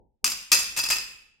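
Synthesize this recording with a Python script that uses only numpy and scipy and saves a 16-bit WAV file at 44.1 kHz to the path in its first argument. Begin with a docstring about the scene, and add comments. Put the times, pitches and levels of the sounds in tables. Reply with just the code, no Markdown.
"""Steel clinks and rattles as a light barbell is set down and shifted on a rubber gym floor.
Its loose sleeve knocks and chatters on the shaft, and each knock cracks and rings briefly.
The bar bumps dully on the rubber, and the hall, with a wooden wall close by, carries the clinks on.
A steady low room rumble is heard while the recorder's noise gate is open and fades as it closes."""
import sys
import numpy as np
from scipy import signal
from scipy.fft import rfft, irfft
from scipy.io import wavfile
from scipy.ndimage import uniform_filter1d

SR = 44100
rng = np.random.default_rng(int(sys.argv[2]) if len(sys.argv) > 2 else 0)


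def inscribe(sig):
    """Save sig as 16-bit PCM at rate SR to the path in sys.argv[1].

    A 1-D sig is mono; a 2-D sig holds one channel per row.
    Samples are clipped to [-1, 1] before scaling.
    """
    pcm = np.round(np.clip(np.atleast_2d(sig).T, -1, 1) * 32767)
    wavfile.write(sys.argv[1], SR, pcm.astype(np.int16))


N = 61739


def sleeve_knock(chatter_s, low_db, middle_db, high_db, crack_db):
    """The sleeve hits the shaft: steel tones and a noisy crack last while it chatters, then die away."""
    # the tones at which sleeve and shaft ring: pitch_hz
    tone_pitches = [349, 920, 1250, 1520, 1830, 2420, 2530, 2589, 2640, 3360, 3818, 4265, 4805, 4865, 4930,
                    4978, 5040, 5265, 5767, 5880, 6560, 6690, 6735, 7440, 7520, 9170, 9245, 11500, 12600,
                    13860]
    # how strong each tone is: level_db
    tone_levels = [-38, -19, -19, -16.5, -12, -17.5, -18, -3, -0.5, -14.5, -18.5, -11.5, -3, -3.5, -19.5,
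                   -4, 0, -11, -5.5, -6.5, -3, -10, -7.5, -3.5, -4, -4.5, -5.5, -8.5, -11, -11.5]
    # how long each tone takes to fall by 60 dB: fade_s
    tone_fades = [.15, .06, .07, .06, .06, .08, .25, .08, .06, .05, .1, .05, .06, .05, .3, .07, .055, .06,
                  .08, .07, .07, .07, .07, .06, .07, .05, .07, .04, .07, .08]
    # the tone colour of the crack: pitch_hz, level_db
    crack_colour = [(59, -61.5), (100, -20), (360, -14.5), (761, -15), (1410, -7), (1830, -9.5),
                    (2570, -3.5), (3180, -9.5), (4990, -3.5), (8330, -6.5), (9070, -9), (11200, -12.5),
                    (12200, -12), (14500, -14.5), (16500, -22)]
    t = np.arange(16384) / SR
    since_chatter_s = np.maximum(t - chatter_s, 0)
    hz = np.array(tone_pitches)[:, None]
    strength, detune, phase, ear_shift = rng.standard_normal((4, len(hz), 1))
    band_db = np.where(hz < 3000, low_db, np.where(hz > 5500, high_db, middle_db))
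    tone_db = np.array(tone_levels)[:, None] + band_db + 1.5 * strength  # no two knocks are alike
    fade_db = 60 * since_chatter_s / np.array(tone_fades)[:, None]
    cycles = phase + t * hz * (1 + .002 * detune)
    tones = gain_of(tone_db - fade_db) * np.exp(2j * np.pi * cycles)
    # each tone is a little out of step between the two ears
    ear_turns = np.exp(.24j * np.hstack([-ear_shift, ear_shift]))
    build_up = np.sin(np.pi / 2 * np.minimum(t / (.53 * chatter_s), 1))
    sound = gain_of(-13) * (ear_turns.T @ tones).imag * build_up
    crack_shape = np.minimum(t / .00037, 1) * gain_of(-60 * since_chatter_s / .011)
    noise = partly_alike(rng.standard_normal((2, 4096)), likeness=.46)
    add(sound, 0, gain_of(crack_db - 5) * crack_shape[:4096] * coloured(noise, crack_colour))
    return sound


def floor_thud(level_db, pitch_hz, rise_s=.004, fade_s=.09):
    """The bar meets the rubber floor: a dull, low bump whose pitch sags."""
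    t = np.arange(8192) / SR
    loudness = gain_of(level_db - 60 * t / fade_s) * np.minimum(t / rise_s, 1)
    return loudness * np.sin(2 * np.pi * pitch_hz * t * (1 - .8 * t))


def hall_echo(sound, tail_start_s=.0013, tail_rise_s=.0033, tail_db=-3):
    """The hall sends back a few near echoes and a smooth tail, each pitch fading at its own speed."""
    # how long the tail takes to fall by 60 dB: pitch_hz, fade_s
    hall_fades = [(100, .6), (400, 0.34), (1100, 0.6), (2900, 0.73), (5000, 0.52), (8000, 0.51),
                  (15000, 0.47)]
    # how alike the tail is in the two ears: pitch_hz, likeness (0 to 1)
    ear_likeness = [(100, 0.46), (700, 1), (2000, 0), (5000, 0.015), (9000, 0)]
    # the first echoes: left_delay_s, right_delay_s, level_db
    near_echoes = [(.0031, 0.0033, -9), (.0058, .0066, -11.5), (.012, 0.013, -14)]
    hz, t, bands = signal.stft(rng.standard_normal((2, SR)), SR, nperseg=256)
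    bands = partly_alike(bands, value_at(ear_likeness, hz)[:, None])
    fade = gain_of(-60 * t / value_at(hall_fades, hz)[:, None])
    tail = signal.istft(bands * fade, SR, nperseg=256)[1][:, :SR]
    tail *= np.clip((np.arange(SR) / SR - tail_start_s) / tail_rise_s, 0, 1)
    tail = gain_of(tail_db) * tail / np.linalg.norm(tail, axis=1, keepdims=True)
    for left_s, right_s, level_db in near_echoes:
        tail[0, round(left_s * SR)] += gain_of(level_db)
        tail[1, round(right_s * SR)] += gain_of(level_db)
    return signal.fftconvolve(sound[None], tail, axes=1)[:, :N]


def room_rumble():
    """A steady low room rumble, heard while the recorder's noise gate is open and fading as it closes."""
    # the tone colour of the rumble: pitch_hz, level_db
    rumble_colour = [(12, -29), (20, 0.5), (149, -12.5), (183, -12), (532, -17.5), (665, -25.5), (900, -15),
                     (1170, -64.5), (1980, -120)]
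    # the rumble's level as the gate opens and closes at set times: time_s, level_db
    gate_levels = [(0.0, -57), (0.214, -84.5), (0.244, -54), (0.42, -61.5), (0.482, -76), (0.528, -52),
                   (0.626, -54.5), (0.79, -57.5), (0.806, -58), (0.898, -51), (1.366, -77), (1.4, -76.5)]
    noise = rng.standard_normal((3, N))  # left, right, shared
    rumble = coloured(noise[:2] + .7 * noise[2], rumble_colour + [(22050, -130)])
    time_s, level_db = np.transpose(gate_levels)
    return rumble * gain_of(np.interp(np.arange(N) / SR, time_s, level_db))


def gain_of(db):
    """Turn decibels into a number to multiply by."""
    return 10 ** (np.asarray(db) / 20)


def value_at(points, hz):
    """Read a value between the rows of a (pitch_hz, value) table."""
    pitches, values = np.transpose(points)
    return np.interp(np.log(hz + 1), np.log(pitches + 1), values)


def coloured(noise, colour):
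    """Give noise a tone colour, then set its average strength (rms) to 1."""
    length = noise.shape[-1]
    gains = gain_of(value_at(colour, np.fft.rfftfreq(length, 1 / SR)))
    shaped = irfft(rfft(noise) * gains, length)
    return shaped / np.sqrt(np.mean(shaped ** 2))


def partly_alike(noises, likeness):
    """Blend two noises into left and right: likeness 0 keeps them apart, 1 makes them the same."""
    left, other = noises
    return np.array([left, likeness * left + np.sqrt(1 - likeness ** 2) * other])


def add(mix, start_s, sound):
    """Add a sound to the mix, cutting off what runs past the end."""
    part = mix[:, round(start_s * SR):][:, :sound.shape[-1]]
    part += sound[..., :part.shape[-1]]


def scene():
    """The barbell knocks and thuds, slightly to the left, with the hall and the rumble behind it."""
    # knocks of sleeve on shaft: start_s, chatter_s, low_db, middle_db, high_db, crack_db
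    knocks = [(.2433, 0.0016, -17.5, -8, -9, -8), (.255, 0.0044, -32, -18.5, -24, -25),
              (0.2619, 0.0051, -23.5, -15, -19.5, -19.5), (0.276, .003, -53, -42, -22, -19),
              (0.2941, 0.0028, -44, -26, -37, -45), (.2995, 0.002, -42, -37, -21, -23),
              (.311, 0.0026, -29, -49, -27, -46), (.318, 0.0042, -27, -19.5, -26, -24.5),
              (0.5173, 0.0037, -17.5, -5, -36, -8.5), (0.5229, 0.0078, -7, -16, -6, -16.5),
              (0.529, 0.003, -15.5, -6.5, -22, -12), (0.5362, .003, -21, -10, -21, -16),
              (.5455, 0.0033, -27, -12.5, -11, -17.5), (0.5514, 0.0027, -16.5, -16.5, -40, -17.5),
              (.556, 0.0034, -29, -24.5, -28, -23.5), (.564, 0.0018, -21.5, -26, -36, -22),
              (.572, 0.0036, -26.5, -14.5, -29, -22.5), (0.588, .004, -48, -31, -17, -20.5),
              (0.595, 0.012, -35, -27, -26.5, -28), (0.602, 0.0015, -27, -40, -37, -51),
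              (0.7646, 0.005, -21, -30, -34.5, -25), (0.7721, 0.0068, -27.5, -28, -19, -20.5),
              (.781, 0.0065, -16.5, -17.5, -28, -27), (.788, 0.0068, -27, -23, -40, -21),
              (.796, 0.0066, -19.5, -15, -20, -31), (.806, .008, -27, -24, -24.5, -37),
              (0.8328, 0.0016, -43, -20, -29, -25.5), (0.8364, 0.0052, -23, -11.5, -22.5, -23),
              (0.852, 0.0025, -21.5, -36, -32, -31.5), (0.8606, 0.0073, -25, -24, -31, -27.5),
              (0.8871, 0.002, -26, -14, -19.5, -23), (0.9014, 0.012, -22, -23.5, -26.5, -16.5),
              (0.9149, 0.0076, -25.5, -12, -21.5, -25), (.919, 0.0013, -14, -33, -32, -29),
              (.925, 0.0113, -14, -24.5, -26, -22.5), (0.941, 0.0011, -35, -25, -24.5, -28),
              (.957, 0.0038, -33, -30, -36, -27.5), (.9655, 0.0036, -23, -20, -40, -25),
              (0.9844, 0.0011, -51, -21, -37, -26), (0.995, 0.0054, -27.5, -29, -37.5, -37),
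              (1.009, 0.0045, -53, -44, -44, -39)]
    # bumps of the bar on the rubber: start_s, level_db, pitch_hz
    thuds = [(0.243, -38.5, 230), (0.517, -48, 88), (0.774, -41.5, 126), (0.903, -49, 303)]
    bar = np.zeros((2, N))
    for start_s, *knock in knocks:
        add(bar, start_s, sleeve_knock(*knock))
    for start_s, level_db, pitch_hz in thuds:
        add(bar, start_s, floor_thud(level_db, pitch_hz))
    lean_left = gain_of([[.92], [-.92]])
    return bar * lean_left + hall_echo(bar.mean(0)) + room_rumble()


def record(dry, quiet_db=-98, ceiling=.9, top_hz=16100):
    """A noise suppressor turns very quiet pitches down; peaks are rounded and the top treble is cut."""
    bands = signal.stft(dry, nperseg=512, noverlap=384)[2]
    power = (abs(bands) ** 2).mean(0)
    power = uniform_filter1d(power, size=5, axis=0)  # smooth across pitch
    power = uniform_filter1d(power, size=9, axis=1)  # smooth across time
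    under_db = np.minimum(10 * np.log10(abs(power) + 1e-20) - quiet_db, 0)
    cleaned = signal.istft(bands * gain_of(.7 * under_db), nperseg=512, noverlap=384)[1][:, :N]
    rounded = ceiling * np.tanh(cleaned / ceiling)
    treble_cut = signal.firwin(255, top_hz, window=("kaiser", 9), fs=SR)
    return signal.oaconvolve(rounded, treble_cut[None], "same")


dry = scene()
out = record(dry)
inscribe(out)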